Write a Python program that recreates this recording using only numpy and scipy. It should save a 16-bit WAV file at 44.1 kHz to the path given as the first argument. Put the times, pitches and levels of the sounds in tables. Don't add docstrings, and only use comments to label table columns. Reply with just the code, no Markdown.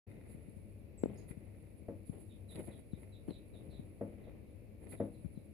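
import sys
import numpy as np
from scipy import signal
from scipy.fft import rfft, irfft, next_fast_len
from scipy.io import wavfile
from scipy.ndimage import map_coordinates

SR = 44100
rng = np.random.default_rng(int(sys.argv[2]) if len(sys.argv) > 2 else 0)


def pcm_store(signal):
    levels = np.round(np.clip(np.atleast_2d(signal), -1, 1) * 32767)
    wavfile.write(sys.argv[1], SR, levels.astype(np.int16).T)


N = 243873
TIME = np.arange(N) / SR

# t/s of the fastest moment, relative level/dB, rise/s
FEATHER_STROKES = [(0.33, -64, 0.054), (1.05, -76, .04), (1.19, -71.5, .08), (1.304, -61.5, .022),
                   (1.63, -73, .04), (1.79, -71.5, 0.021), (2.072, -62.5, .016), (2.16, -74, .04),
                   (2.22, -64, .022), (2.52, -61, 0.028), (2.561, -56, 0.013), (2.597, -58, .014),
                   (2.68, -61.5, 0.049), (3.035, -67, 0.042), (3.305, -72.5, 0.039), (4.85, -68, 0.041),
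                   (4.932, -57.5, 0.039)]
# f/Hz, relative level/dB
BARB_SPECTRUM = [(1500, -12), (3500, -7), (4700, -5), (5700, -34), (7500, -2.5), (8800, -12), (9900, 0),
                 (11200, -8), (14500, -3.5)]
SHEEN_SPECTRUM = [(6000, -48), (7500, -20), (9500, -8), (11500, -3), (14500, 3)]
# t/s, length/s, level/dB, crackle re that level/dB
PAPER_DRAGS = [(0.043, 0.58, -61, -12.5), (1.043, 0.25, -50.5, -21.5), (1.28, 0.077, -56, -9.5),
               (1.328, 0.52, -64, -14), (2.116, 0.16, -53, -26), (2.503, 0.05, -58, -10),
               (2.544, 0.15, -45.5, -19), (2.668, 0.069, -48.5, -15.5), (2.727, 0.11, -57.5, -19.5),
               (2.97, 0.17, -60, -15), (3.279, 0.056, -45, -34), (3.498, 0.62, -59, -28),
               (4.063, 0.43, -58, -18), (4.809, 0.24, -54, -19.5), (4.92, 0.038, -52, -11)]
# f/Hz, relative level/dB
MURMUR_SPECTRUM = [(50, -31), (130, 6.5), (320, 1.5), (400, 1.5), (640, -6.5), (950, -20.5), (1500, -29.5),
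                   (3000, -29), (6000, -68)]
CRACKLE_SPECTRUM = [(500, -35), (900, 0), (1130, -18), (1270, -7), (1380, -4.5), (1550, -10), (2070, 6),
                    (2280, -3.5), (2480, 1.5), (3100, -36), (3700, -11.5), (4500, -28), (5600, -32),
                    (12000, -28)]
# t/s, level/dB
BOX_KNOCKS = [(1.8835, -41.5), (2.677, -51.5), (4.01, -37), (4.269, -52.5), (5.0, -32.5)]
# f/Hz, relative level/dB, T60/s
BOX_MODES = [(104.4, -3.5, 0.22), (170, -11, 0.4), (207.6, -1, 0.28), (237.5, -4, 0.2), (269.8, -1.5, 0.24),
             (318.4, -5.5, 0.33), (342, -28, 0.33), (460, 0, 0.13), (475.4, -9.5, 0.32), (564, -11, 0.09),
             (550.2, -1, 0.18), (676, -4, 0.061), (694, -39.5, 0.07), (874, -15.5, 0.14),
             (1164, -30.5, 0.081), (1917, -24.5, 0.079)]
# f/Hz, relative level/dB
CLATTER_SPECTRUM = [(80, -38), (250, 0.5), (600, 9), (760, -6.5), (1050, -15), (1550, -21), (2000, -20.5),
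                    (3200, -39), (6000, -62)]
CLAW_SPECTRUM = [(300, 3), (1000, 1), (4500, 9.0), (6000, -40), (10000, -14), (14000, -9)]
# t/s, level/dB
CLAW_CLICKS = [(2.5587, -55), (3.307, -56.5)]
# t/s, left level/dB, nominal f/Hz
FINGER_BUMPS = [(0.347, -37.5, 192), (0.483, -38.5, 188), (0.566, -39, 176), (1.0356, -16, 374),
                (1.0583, -22.5, 385), (1.308, -34, 174), (1.373, -37, 196), (1.821, -41, 216),
                (2.0948, -27, 189), (2.9328, -27, 190), (3.2831, -28.5, 240), (3.2895, -34, 234),
                (3.3076, -29.5, 332), (3.688, -37, 166), (3.794, -31, 208), (5.246, -29.5, 164),
                (5.257, -30.5, 146), (5.374, -32.5, 208)]
# t/s, start f/Hz, relative level/dB, rasp depth
PEEP_RUN = [(2.294, 3790, -62, 0.55), (2.486, 4000, -55, .3), (2.708, 3900, -63, 1),
            (2.912, 3980, -68.5, .4), (3.12, 4020, -60.5, .25), (3.289, 4260, -60, .25),
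            (3.322, 3965, -59.5, 1.2), (3.533, 3925, -62, .4), (3.698, 4150, -64.5, 2.4),
            (3.728, 4020, -61, .45), (4.228, 3950, -72, 1.3), (4.471, 3980, -76.5, 0.92),
            (4.963, 3950, -70, 1.2), (5.131, 4200, -71.5, .9), (5.349, 4130, -73.5, .35)]
# t/s, length/s, start f/Hz, end f/Hz, relative level/dB, right minus left/dB, rasp depth
HIGH_CHIRPS = [(0.975, 0.03, 8100, 6480, -55.5, -3, 0.42), (0.998, 0.058, 8000, 7300, -63.5, -11, 1.2),
               (1.157, .06, 5100, 3540, -71, 11, 1.6), (1.172, 0.031, 6650, 6850, -66, 11, 0.98)]
# f/Hz, T60/s
ROOM_DECAY = [(3500, .27), (8000, .17)]
# f/Hz, relative level/dB
VENT_SPECTRUM = [(18, -17), (45, -2), (80, 5), (150, -5), (300, -7), (390, -11), (560, -12.5), (750, -26),
                 (1100, -35), (1600, -38.5), (2300, -27), (2650, -31), (3200, -49.5), (9000, -86)]
# f/Hz, level/dB
HUM_TONES = [(99, -62), (208, -68), (316, -71)]
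# f/Hz, left minus right/dB
PORT_BALANCE = [(100, 6), (500, 3), (1200, 1), (4000, 0.5)]
# f/Hz, coherence
PORT_COHERENCE = [(40, .1), (90, 0.31), (250, 0.43), (500, 0.46), (1200, 0.127), (3000, 0.026)]
# f/Hz, relative level/dB
HISS_SPECTRUM = [(500, -7.5), (4400, 6), (5600, -2.5), (8500, -2), (10500, 6), (14500, 5.5)]


def feathers():
    level_db = stroke_level() + 1.7 * wobble(35)
    barbs = friction(BARB_SPECTRUM, rate=3000, spread_db=2.5, smooth=1.2)
    sheen = friction(SHEEN_SPECTRUM, rate=2200, spread_db=1.0, smooth=1)
    speed = np.clip((level_db + 69) / 11, 0, 1)
    return amp(level_db - 8.5) * barbs + amp(level_db - 13.0) * speed * sheen


def stroke_level():
    stop_s, settle_s, settle_db = 0.022, 0.18, -11.5
    power = amp(-80 + 3.1 * wobble(3.97)) ** 2
    for s, db, rise_s in FEATHER_STROKES:
        before, after = np.maximum(s - TIME, 0), np.maximum(TIME - s, 0)
        swell = np.exp(-(before / rise_s) ** 2)
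        release = np.hypot(np.exp(-after / stop_s), amp(settle_db) * np.exp(-after / settle_s))
        power += (amp(db) * swell * release) ** 2
    return 10 * np.log10(power)


def paper_scuffs():
    drag, crackle_gain = np.zeros(N), np.zeros(N)
    for s, length, db, crackle_db in PAPER_DRAGS:
        progress = np.clip((TIME - s) / length, 0, 1)
        stroke = amp(db) * np.abs(np.sin(np.pi * progress ** .5))
        drag += stroke
        crackle_gain += stroke * amp(crackle_db)
    grip = amp(2.5 * wobble(70) - .7)
    murmur = friction(MURMUR_SPECTRUM, rate=700, spread_db=3.0, smooth=0.99)
    crackle = friction(CRACKLE_SPECTRUM, rate=1100, spread_db=4.0, smooth=0.75)
    return grip * (drag * murmur + crackle_gain * crackle)


def friction(spectrum, rate, spread_db, smooth):
    slipping = rng.random(N) < rate / SR
    sizes = amp(spread_db * np.minimum(rng.exponential(size=N), 4))
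    slips = unit(slipping * sizes * rng.standard_normal((2, N)))
    return coloured(slips + smooth * rng.standard_normal((2, N)), spectrum)


def box_knocks():
    out, t = np.zeros((2, N)), TIME[:SR // 2]
    crest_s, clack_hz, clatter_t60 = 0.00556, 610, 0.27
    phases = rng.uniform(-1.3, 1.3, len(BOX_MODES))
    ring = sum(amp(db - 60 * t / t60) * np.cos(2 * np.pi * hz * (t - crest_s) + phase)
               for (hz, db, t60), phase in zip(BOX_MODES, phases))
    grit = coloured(rng.standard_normal((2, N)), CLATTER_SPECTRUM)[:, :len(t)]
    clatter = grit * amp(-5.5 - 60 * t / clatter_t60)
    clack = np.exp(-((t - .0035) / .0035) ** 2) * np.cos(2 * np.pi * clack_hz * (t - crest_s))
    blow = (clatter - clack) * (1 - np.exp(-t / 0.0011)) - ring * (1 - np.exp(-t / 0.0082))
    for s, db in BOX_KNOCKS:
        add(out, s, amp(db) * blow)
    return out


def claws():
    snaps = sum(amp(db) * np.exp(-((TIME - s) / .0014) ** 2) for s, db in CLAW_CLICKS)
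    return snaps * coloured(rng.standard_normal((2, N)), CLAW_SPECTRUM)


def finger_bumps():
    out, t = np.zeros((2, N)), TIME[:SR // 10]
    contact = np.exp(-((t - .0018) / .0008) ** 2)
    for s, db, hz in FINGER_BUMPS:
        right_db = -19.5 + 12.5 * np.log2(hz / 200)
        grit = filtered(rng.standard_normal((2, len(t))), lambda f: 1 / (1 + (f / 2300) ** 2.5))
        tick = grit * contact * amp(-3.5 + 0.69 * db)
        swing = np.array([thud(hz, t), thud(hz * 0.69, t)])
        add(out, s, amp(db) * amp([[0], [right_db]]) * (tick - swing))
    return out


def thud(hz, t):
    band = signal.butter(3, [hz * 0.48, hz * 1.303], "bandpass", fs=SR, output="sos")
    swing = signal.sosfilt(band, 1. * (t == 0))
    return swing / np.abs(swing).max()


def other_birds():
    calls = np.zeros((2, N))
    for s, hz, db, rasp in PEEP_RUN:
        add(calls, s, chirp(length=.044, start_hz=hz, end_hz=hz - 800, db=db, right_db=6, rasp=rasp))
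    for s, *call in HIGH_CHIRPS:
        add(calls, s, chirp(*call))
    return amp(-7.5) * calls + amp(-8) * room(calls)


def chirp(length, start_hz, end_hz, db, right_db, rasp):
    progress = np.clip(TIME[:SR // 8] / length, 0, 1)
    phase = 2 * np.pi * np.cumsum(start_hz + (end_hz - start_hz) * progress ** 2) / SR
    flutter = unit(filtered(rng.standard_normal((2, len(phase))), lambda hz: 1 / (1 + (hz / 420) ** 3)))
    depth = rasp * (.25 + 1.3 * progress)
    voice = (1 + depth * flutter[0]) * np.sin(phase) + depth * flutter[1] * np.cos(phase)
    voice /= np.sqrt(1 + 2 * depth ** 2)
    voice += amp(-22.5) * np.sin(2 * phase)
    swell = np.abs(np.sin(np.pi * progress ** .8))
    return amp(db + np.array([[-right_db], [right_db]]) / 2) * swell * voice


def room(x):
    hz, t, noise = signal.stft(rng.standard_normal((2, SR // 2)), SR, nperseg=256)
    decay = amp(-60 * t / along(ROOM_DECAY, hz)[:, None])
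    build_up = 1 - np.exp(-t / 0.014)
    tail = signal.istft(noise * decay * build_up, SR, nperseg=256)[1]
    return signal.fftconvolve(x, tail / np.linalg.norm(tail[0]), axes=1)[:, :N]


def ventilation():
    rumble = amp(-55.0 + 0.9 * wobble(5.5)) * coloured(rng.standard_normal((2, N)), VENT_SPECTRUM)
    for hz, db in HUM_TONES:
        phase = 2 * np.pi * hz * TIME
        rumble += amp(db) * unit(wobble(12) * np.sin(phase) + wobble(11) * np.cos(phase))
    return rumble


def coloured(pair, spectrum):
    def response(hz):
        angle = np.arccos(along(PORT_COHERENCE, hz)) / 2
        return amp(along(spectrum, hz)) * [np.cos(angle), np.sin(angle)]
    mid, side = filtered(pair, response)
    return unit(np.array([mid + side, mid - side]))


def amp(db):
    return 10 ** (np.asarray(db) / 20)


def unit(x):
    return x / np.sqrt(np.mean(x ** 2) + 1e-20)


def along(points, hz):
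    f, values = np.transpose(points)
    return np.interp(np.log(hz + 1), np.log(f + 1), values)


def filtered(x, response):
    size = next_fast_len(x.shape[-1] + SR // 2)
    hz = np.fft.rfftfreq(size, 1 / SR)
    return irfft(rfft(x, size) * response(hz), size)[..., :x.shape[-1]]


def wobble(rate):
    return map_coordinates(rng.standard_normal(int(N * rate / SR) + 4), [TIME * rate])


def add(track, s, sound):
    part = track[:, max(round(s * SR), 0):][:, :sound.shape[-1]]
    part += sound[..., :part.shape[-1]]


def scene():
    airborne = ventilation() + box_knocks() + paper_scuffs() + feathers() + claws()
    at_ports = filtered(airborne, lambda hz: amp(along(PORT_BALANCE, hz) * np.array([[.5], [-.5]])))
    return at_ports + other_birds() + finger_bumps()


def record(dry):
    port_hz, width_hz, port_db = 10050, 480, 23
    start_s, top_hz = .066, 14600
    port = lambda f: 1 + amp(port_db) * 1j * f * width_hz / (port_hz ** 2 - f ** 2 + 1j * f * width_hz)
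    hiss = amp(-78.5) * coloured(rng.standard_normal((2, N)), HISS_SPECTRUM)
    heard = np.array([dry[0], filtered(dry[1], port)]) + hiss
    fade_in = np.clip((TIME - start_s) * 100, 0, 1)
    return filtered(heard * fade_in, lambda hz: hz < top_hz)


dry = scene()
out = record(dry)
pcm_store(out)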